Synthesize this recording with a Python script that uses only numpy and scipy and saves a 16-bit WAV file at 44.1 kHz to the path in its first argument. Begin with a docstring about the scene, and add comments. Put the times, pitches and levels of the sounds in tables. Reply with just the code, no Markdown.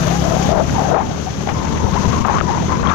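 """A small single-cylinder motorbike pulls away along a country lane; a two-port microphone faces the wind.
From the start eddies buffet each port, thumps hit the left one and a howl wanders over it with sharp slaps.
The firing rate climbs all the while. The howl sinks into a lull after one second, then returns higher,
with the gear whine at its clearest beside it; a tiny tick on the right follows, and the howl and slaps
last to the end. Wind is shaped noise, howl and engine are wavering tones, slaps and thumps are resonances."""
import sys
import numpy as np
from scipy import signal
from scipy.fft import rfft, irfft
from scipy.io import wavfile
from scipy.ndimage import uniform_filter1d, minimum_filter1d

SR = 44100
rng = np.random.default_rng(int(sys.argv[2]) if len(sys.argv) > 2 else 0)


def dump_mix(stems):
    """Bounce the given channels to the path in sys.argv[1] as a 16-bit WAV at rate SR."""
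    frames = np.atleast_2d(stems).T  # one column per channel
    limited = np.clip(frames, -1, 1)  # hard clip at full scale
    pcm = np.round(limited * 32767).astype(np.int16)
    wavfile.write(sys.argv[1], SR, pcm)


N = 129654  # length in samples


def amp(db):
    """dB to gain."""
    return 10 ** (np.asarray(db) / 20)


def unit(x):
    """Scale to rms 1."""
    return x / np.sqrt(np.mean(np.abs(x) ** 2) + 1e-20)


def in_time(rows):
    """Columns of a table as curves over all samples; the first column is the time in seconds."""
    seconds, *columns = np.transpose(rows)
    return [np.interp(np.arange(N) / SR, seconds, column) for column in columns]


def at_hz(points, hz):
    """A spectrum read on a log-frequency axis."""
    points = np.array(points)
    return np.interp(np.log(hz), np.log(points[:, 0]), points[:, 1])


def drift(rate_hz):
    """Random wander of rms 1: noise through two equal low-pass poles at rate_hz."""
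    step = 20  # computed at every 20th sample, lines between
    r = np.exp(-2 * np.pi * rate_hz * step / SR)
    noise = rng.standard_normal(N // step + 2002)
    slow = signal.lfilter([1], [1, -2 * r, r * r], noise)[2000:]  # drop the settling
    return np.interp(np.arange(N) / step, np.arange(len(slow)), unit(slow))


def noise_through(order, edges_hz, kind):
    """White noise through a Butterworth filter."""
    return smooth(rng.standard_normal(N), order, edges_hz, kind)


def smooth(x, order, edges_hz, kind="low"):
    """Butterworth filter, low-pass unless told otherwise."""
    return signal.sosfilt(signal.butter(order, edges_hz, kind, fs=SR, output="sos"), x)


def ring(start_s, peak_db, hz, t60_s):
    """One click sets a resonance ringing; it falls 60 dB in t60_s."""
    click = np.full(N, 1e-18)
    click[int(start_s * SR)] = amp(peak_db)
    r, w = amp(-60 / (t60_s * SR)), 2 * np.pi * hz / SR
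    return signal.lfilter([0, np.sin(w)], [1, -2 * r * np.cos(w), r * r], click)


HOWL_WANDER, WANDER_HZ = 0.0447, 45.3  # pitch spread as a share at full strength, its speed
HOWL_FULL_DB = -18.5  # table level that counts as full strength
HOWL_STEADY = 0.5  # steady part beside the random lumps at full strength; larger when weak
HOWL_WIDTH_HZ, LUMP_DB, LUMP_HZ = 55, .7, 40  # lump speed; extra level wander and its speed
SKIRT_WIDTH_HZ, SKIRT_DB = 400, -2.5  # rough noise around the pitch, level at full strength
ROAR_LUMP_DB, CRACKLE_DB, CRACKLE_HZ = 2, 4.5, 150  # roar shares the lumps and breaks into quick bursts
HOWL_TRIM_DB, ROAR_TRIM_DB, HOWL_RIGHT_DB = 5, 1.5, -38
# Band of the roar. Lower edge, upper edge [Hz].
ROAR_BAND = [530, 1890]
# Overtones of the howl. Each row: multiple of the pitch, level in dB before the lumps and scaling.
OVERTONES = [(2, -20.5), (3, -38), (4, -58)]
# Howl across the left port, into the lull.
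# Each row: time in seconds, level in dB before trim, pitch in Hz, broad roar level in dB before trim.
HOWL_TO_LULL = [(0.0, -28, 700, -43), (0.014, -40.5, 672.7, -36), (0.062, -29.5, 594.5, -30.5),
                (0.154, -26.5, 830, -26), (0.19, -33, 844.4, -46), (0.24, -23, 664, -29),
                (0.338, -21.5, 670, -33), (0.36, -22, 673.6, -40), (0.374, -27, 762, -43),
                (0.382, -22, 779, -38), (0.39, -24, 792, -42), (0.438, -24, 802, -45),
                (0.47, -27, 770, -34), (0.487, -28.5, 700, -40), (0.51, -18.5, 610, -44),
                (0.596, -16, 626.4, -43), (0.6, -12, 625, -35), (0.636, -30, 641.4, -43),
                (0.656, -27, 709, -55), (0.692, -66, 687, -26), (0.74, -35, 960, -57.5),
                (0.755, -22, 978, -37), (0.775, -24, 887, -49), (0.79, -20, 760, -44),
                (0.805, -19, 804, -37), (0.82, -18.5, 596.2, -42), (0.84, -22, 720, -42),
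                (0.87, -22.5, 735, -37), (0.882, -18.5, 731.4, -51), (0.936, -18, 666, -34),
                (0.948, -13, 686.4, -26.5), (0.995, -20, 720, -30.5), (1.02, -20.5, 909.5, -32),
                (1.044, -31, 920, -42), (1.07, -31, 792.5, -40), (1.178, -37, 610, -38),
                (1.252, -61, 643, -52), (1.268, -25.5, 729, -43), (1.28, -30, 724, -34.5),
                (1.288, -29, 752, -37), (1.376, -74.5, 570, -40), (1.42, -62, 624.7, -34.5)]
# Howl after the lull. Each row: time in seconds, level in dB, pitch in Hz, roar level in dB, as above.
HOWL_FROM_LULL = [(1.44, -70.5, 819, -58), (1.49, -20, 802, -20), (1.536, -40, 931, -41),
                  (1.548, -32, 1050, -49), (1.62, -28.5, 1040, -37), (1.672, -31, 987, -27),
                  (1.694, -43.5, 1008, -57), (1.724, -26.5, 1026, -30), (1.732, -37, 1033, -51),
                  (1.756, -32, 1052, -30), (1.8, -29, 930, -44), (1.836, -30, 1023, -43),
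                  (1.85, -25.5, 1023, -35), (1.886, -22.5, 760, -49), (1.9, -38.5, 916, -36),
                  (1.935, -28.5, 1053, -31), (1.957, -21.5, 797, -29.5), (1.975, -23.5, 1026, -33),
                  (2.012, -41, 979.5, -37), (2.028, -26.5, 1017, -29), (2.058, -26, 998, -33),
                  (2.074, -41.5, 990, -43), (2.086, -41, 1080, -32), (2.132, -22.5, 1079, -31.5),
                  (2.224, -30, 1047, -39), (2.238, -42.5, 1134, -54.5), (2.25, -9.5, 1095, -16),
                  (2.266, -25.5, 1066, -41), (2.29, -13.5, 1030, -42), (2.31, -19.5, 832.8, -24.5),
                  (2.325, -19.5, 985, -27), (2.346, -17, 993.5, -33), (2.386, -22.5, 1064, -23),
                  (2.404, -40.5, 1150, -24), (2.412, -25, 1220, -28), (2.418, -41.5, 1151, -40),
                  (2.44, -30, 1089, -46), (2.454, -28.5, 1023, -47), (2.492, -21.5, 907, -26),
                  (2.53, -25.5, 938, -36), (2.58, -21.5, 908.3, -37.5), (2.676, -42.5, 969, -39.5),
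                  (2.696, -22.5, 991.4, -27.5), (2.726, -19, 1010, -28), (2.772, -38, 998.4, -29.5),
                  (2.826, -31, 1051, -33), (2.838, -21.5, 1052, -28.5), (2.87, -19.5, 1167, -24),
                  (2.902, -17.5, 1181, -19.5), (2.94, -18.5, 1070, -26)]


def howl():
    """Vortices shed at a wandering rate: a tone in short lumps, rougher when strong, overtones, broad roar."""
    db, hz, roar_db = in_time(list(HOWL_TO_LULL) + list(HOWL_FROM_LULL))
    strength = np.sqrt(np.minimum(amp(db - HOWL_FULL_DB), 1))
    wandering_hz = hz * (1 + HOWL_WANDER * strength * drift(WANDER_HZ))
    phase = 2 * np.pi * np.cumsum(wandering_hz) / SR
    skirt = unit(drift(SKIRT_WIDTH_HZ) * np.sin(phase) + drift(SKIRT_WIDTH_HZ) * np.cos(phase))

    # random lumps move both the size and the phase of the tone
    steady = HOWL_STEADY / np.maximum(strength, .4)
    lumps = unit(steady + drift(HOWL_WIDTH_HZ) + 1j * drift(HOWL_WIDTH_HZ))
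    size = np.abs(lumps)
    phase = phase + np.angle(lumps)
    overtones = sum(amp(d) * size ** 2 * np.cos(k * phase) for k, d in OVERTONES)
    tone = size * np.sin(phase) + overtones

    lumpy = drift(LUMP_HZ)
    tone = unit(tone * amp(LUMP_DB * lumpy)) + amp(SKIRT_DB) * strength * skirt
    bursts = amp(ROAR_LUMP_DB * lumpy + CRACKLE_DB * drift(CRACKLE_HZ))
    roar = unit(noise_through(2, ROAR_BAND, "band") * bursts)
    mix = tone * amp(db + HOWL_TRIM_DB) + roar * amp(roar_db + ROAR_TRIM_DB)
    return smooth(mix, 4, 5000) * amp([[0], [HOWL_RIGHT_DB]])


SLAP_T60_S, SLAP_TRIM_DB = 0.018, 5.2
CRACK_HZ, CRACK_T60_S, CRACK_DB = 2400, .002, -5  # bright edge, relative to the slap's table level
# Sudden slaps of air on the left port.
# Each row: start in seconds, peak in dB before trim and softening, pitch in Hz.
AIR_SLAPS = [(0.367, -1.5, 706), (0.491, -4.5, 670), (0.529, -3, 631.6), (0.945, -10, 1296),
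             (1.474, -8.5, 767), (1.489, -17, 800), (2.157, -18, 1004), (2.249, -5, 1130), (2.255, -4, 756),
             (2.284, -1.5, 1000), (2.4107, -1.5, 1273), (2.413, -8, 597.4), (2.797, -11, 1091),
             (2.831, -12.5, 1062), (2.872, -14, 3229), (2.895, -18.5, 3585)]


def slaps():
    """Each slap of air rings the left port briefly at its own pitch, with a bright cracking edge."""
    bodies = sum(ring(s, db + SLAP_TRIM_DB, hz, SLAP_T60_S) for s, db, hz in AIR_SLAPS)
    cracks = sum(ring(s, db + CRACK_DB, CRACK_HZ, CRACK_T60_S) for s, db, hz in AIR_SLAPS)
    return smooth(bodies + cracks, 2, 4000)


THUMP_CYCLES, THUMP_SOFT_HZ = 6.0, 300  # cycles to fall 60 dB, low-pass that softens the push
# Single large eddies on the left port.
# Each row: start in seconds, peak in dB before softening, pitch in Hz.
EDDY_THUMPS = [(.06, -5, 130), (0.281, -2, 170), (0.337, -13, 119), (0.431, -6, 171.4), (0.68, -11, 140),
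               (1.525, -3.5, 199.4), (1.675, -18, 171.4), (1.795, -24, 110.2), (1.845, 0, 100.1),
               (1.935, -8, 128.9), (1.993, -0.5, 220), (2.074, 0, 102.2), (2.206, -4, 100),
               (2.415, -4.5, 130), (2.856, -10.5, 170), (2.883, -2.5, 181.2)]


def thumps():
    """Single large eddies push the left port: soft low resonances of a few cycles."""
    pushes = sum(ring(s, db, hz, THUMP_CYCLES / hz) for s, db, hz in EDDY_THUMPS)
    return smooth(pushes, 2, THUMP_SOFT_HZ)


FLUTTER_DB, FLUTTER_HZ = 1, 83  # quick flutter shared by all bands of a port
# Flicker of the noise bands. Each row: band centre in Hz, depth in dB before the drifts' own weights.
FLICKER_DEPTH = [(60, -0.5), (400, 0.5), (2000, 0.5), (12000, 0.26)]


def port_noise(spectrum, buffet_db, hiss_db, top_db, top_hz):
    """Turbulence on one port in overlapping bands; the bass follows the buffeting, the treble the hiss."""
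    hz = np.maximum(np.arange(N // 2 + 1) * SR / N, 1)
    below = np.minimum(hz / spectrum[0][0], 1) ** 2  # fade under the lowest point
    shaped = rfft(rng.standard_normal(N)) * amp(at_hz(spectrum, hz)) * below * np.sqrt(SR / 2)
    out, together = 0, drift(4.3)
    flutter = FLUTTER_DB * drift(FLUTTER_HZ)
    for centre in 20 * 2 ** np.arange(0, 10.5, .5):  # half-octave steps
        away = np.clip(2 * np.log2(hz / centre), -1, 1)
        band = irfft(shaped * np.cos(away * np.pi / 2) ** 2, N)
        bass = 1 / (1 + (centre / top_hz) ** 2)  # share led by the buffeting
        flicker = at_hz(FLICKER_DEPTH, centre) * (.5 * together + 3.5 * drift(32))
        level_db = bass * buffet_db + (1 - bass) * hiss_db + (centre > 8000) * top_db
        out = out + band * amp(level_db + flicker + flutter)
    return out


# Buffeting in the bass; only the movement about each column's mean is used.
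# Each row: time in seconds, level in dB, lean to the left in dB before each port's share.
BUFFETING = [(0.0, -20, 14), (0.47, -18, 13), (0.61, -18, 14), (0.77, -19, -5), (0.82, -24.5, 6),
             (0.92, -20.5, 3), (0.97, -28, 22), (1.02, -19.5, 6), (1.14, -24.5, -5), (1.2, -19, 24),
             (1.27, -27, 0), (1.75, -16.5, 10.5), (1.78, -23, -6), (1.85, -13.5, 18), (1.88, -19, 11),
             (2.1, -14.5, 20.5), (2.17, -18, 3), (2.25, -16, 25.5), (2.36, -19, -5), (2.44, -15, 27),
             (2.57, -22.5, -8.5), (2.79, -16, 7.5), (2.9, -13.5, 24), (2.94, -29, 15)]
# Crossover where the noise passes from buffeting to hiss. Left port, right port [Hz].
CROSSOVER = [530, 876]
# Left port's wind noise with its cavity peak. Each row: frequency in Hz, density in dB per Hz before movement.
LEFT_SPECTRUM = [(25, -63), (50, -43.5), (80, -48.5), (130, -43.5), (200, -42.5), (320, -49.5),
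                 (500, -52.5), (800, -56.5), (1300, -61), (2000, -67.5), (3200, -67), (4200, -70.5),
                 (5200, -70.5), (6300, -63.5), (7000, -71), (8500, -91.5), (10000, -95.5), (12000, -93),
                 (15500, -104.0)]
# Right port's wind noise with its cavity peak. Each row: frequency in Hz, density in dB per Hz before movement.
RIGHT_SPECTRUM = [(22, -68), (35, -54), (55, -66), (80, -43), (130, -48.5), (200, -51), (320, -55.5),
                  (500, -61.5), (800, -65.5), (1300, -71.5), (2200, -76), (3700, -81.5), (5000, -87),
                  (7000, -96), (8500, -99.5), (10000, -93), (11800, -89), (13500, -98), (15500, -101)]


def wind(hiss_db, top_db):
    """Eddies buffet the two ports separately: unrelated noise with its own spectrum on each."""
    db, lean = in_time(BUFFETING)
    db, lean = db - db.mean(), lean - lean.mean()
    left = port_noise(LEFT_SPECTRUM, db + 0.055 * lean, hiss_db, top_db, CROSSOVER[0])
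    right = port_noise(RIGHT_SPECTRUM, db - 0.67 * lean, hiss_db, top_db, CROSSOVER[1])
    return np.array([left, right])


# Treble hiss. Each row: time in seconds, level in dB (only its movement about the mean is used),
# extra in dB for bands centred above 8 kHz.
HISS_LEVEL = [(0, -31.5, 3.5), (.15, -32.5, 4.5), (.3, -34.5, 5), (.5, -31.5, 2.5), (.53, -39.5, 5),
              (.62, -39, 3), (.7, -35, 3.5), (.92, -37, 2), (.94, -44, 0), (1.0, -45.5, 2),
              (1.04, -40, 1.5), (1.7, -37.5, 1), (1.87, -39, 2), (2.0, -35.5, 0.5), (2.21, -36, 1),
              (2.24, -41.5, 1), (2.33, -38, -1), (2.45, -39.5, -0.5), (2.62, -36, -2), (2.8, -39, -0.5),
              (2.85, -41, -1), (2.94, -41.5, -6)]


def hiss_movement():
    """Rise and fall of the hiss about its mean, and the extra for the top bands, both in dB."""
    hiss_db, top_db = in_time(HISS_LEVEL)
    return hiss_db - hiss_db.mean(), top_db


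FIRING_START, ENGINE_LAG_S = 2.4, .0004  # radians into the cycle; later on the right
ENGINE_WAVER_DB, ENGINE_RIGHT_DB = 1.3, -5.5
ENGINE_FOLLOWS = .8  # share of the hiss movement that the engine level takes on
PUFF_DB = -33  # before the 3 dB lift shared with the partials
GEAR_TEETH, GEAR_RIGHT_DB = 23.22, -9  # gear teeth per firing
# Band of the exhaust puffs. Lower edge, upper edge [Hz].
PUFF_BAND = [70, 280]
# Firing rate of the engine. Each row: time in seconds, rate in Hz.
FIRING_RATE = [(0, 33.55), (.5, 35.15), (1.0, 36.95), (1.25, 37.3), (1.6, 38.55), (2.0, 39.2), (2.5, 40.25),
               (2.94, 40.95)]
# Engine partials. Each row: multiple of the firing rate, rms level in dB at the start and at the end,
# before the waver and the hiss movement.
PARTIALS = [(2, -29.5, -23.5), (3, -35, -37), (4, -24.5, -31), (5, -23.5, -34), (6, -36, -39),
            (8, -38, -42), (10, -41, -43), (11, -41, -45)]
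# Gear whine. Each row: time in seconds, peak level in dB before its waver.
GEAR_WHINE = [(0, -44), (.5, -40), (.75, -36), (1.0, -50), (1.5, -50), (1.55, -30), (2.05, -29.5),
              (2.24, -30), (2.3, -39), (2.94, -46)]


def bike(hiss_db):
    """Exhaust beats as wavering partials of the firing rate, a noisy puff each firing, and the gear whine."""
    rate, = in_time(FIRING_RATE)
    phase = FIRING_START + 2 * np.pi * np.cumsum(rate) / SR
    along = np.arange(N) / N
    beats = 0
    for k, start_db, end_db in PARTIALS:
        level_db = start_db + (end_db - start_db) * along + ENGINE_WAVER_DB * drift(4)
        beats = beats + amp(level_db) * np.sin(k * phase + .2 * drift(3))
    puffs = noise_through(2, PUFF_BAND, "band") * (1 + np.cos(phase)) ** 2
    beats = beats + amp(PUFF_DB) * unit(puffs)
    beats = np.array([beats, np.roll(beats, int(ENGINE_LAG_S * SR))])
    # the root of two turns the partials' peak levels into rms levels
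    engine = np.sqrt(2) * beats * amp(ENGINE_FOLLOWS * hiss_db) * amp([[0], [ENGINE_RIGHT_DB]])

    gear_db, = in_time(GEAR_WHINE)
    whine = amp(gear_db + 1.2 * drift(8)) * np.sin(GEAR_TEETH * phase + .3 * drift(10))
    return engine + whine * amp([[0], [GEAR_RIGHT_DB]])


TICK_HZ, TICK_T60_S = 11800, 0.0044
# Small tick on the right port. Each row: start in seconds, peak in dB.
RIGHT_TICKS = [(2.271, -28)]


def ticks():
    """A tick rings the right port's cavity."""
    return sum(ring(s, db, TICK_HZ, TICK_T60_S) for s, db in RIGHT_TICKS)


def scene():
    """Howl, hits on the left and right port, wind and bike."""
    hiss_db, top_db = hiss_movement()
    hits = np.array([slaps() + thumps(), ticks()])
    return howl() + hits + wind(hiss_db, top_db) + bike(hiss_db)


LIMIT, LIMIT_S, CUTOFF_HZ = .9, .004, 15700  # peak ceiling, look-ahead, top of the sound


def record(dry):
    """A quick look-ahead limiter shared by both channels holds the peaks; then the top is cut."""
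    span = int(LIMIT_S * SR)
    gain = np.minimum(1, LIMIT / (np.abs(dry).max(axis=0) + 1e-9))
    gain = uniform_filter1d(minimum_filter1d(gain, size=2 * span + 1), size=span)
    top_cut = signal.ellip(14, .5, 90, CUTOFF_HZ, fs=SR, output="sos")
    return signal.sosfilt(top_cut, dry * gain)


dry = scene()
out = record(dry)
dump_mix(out)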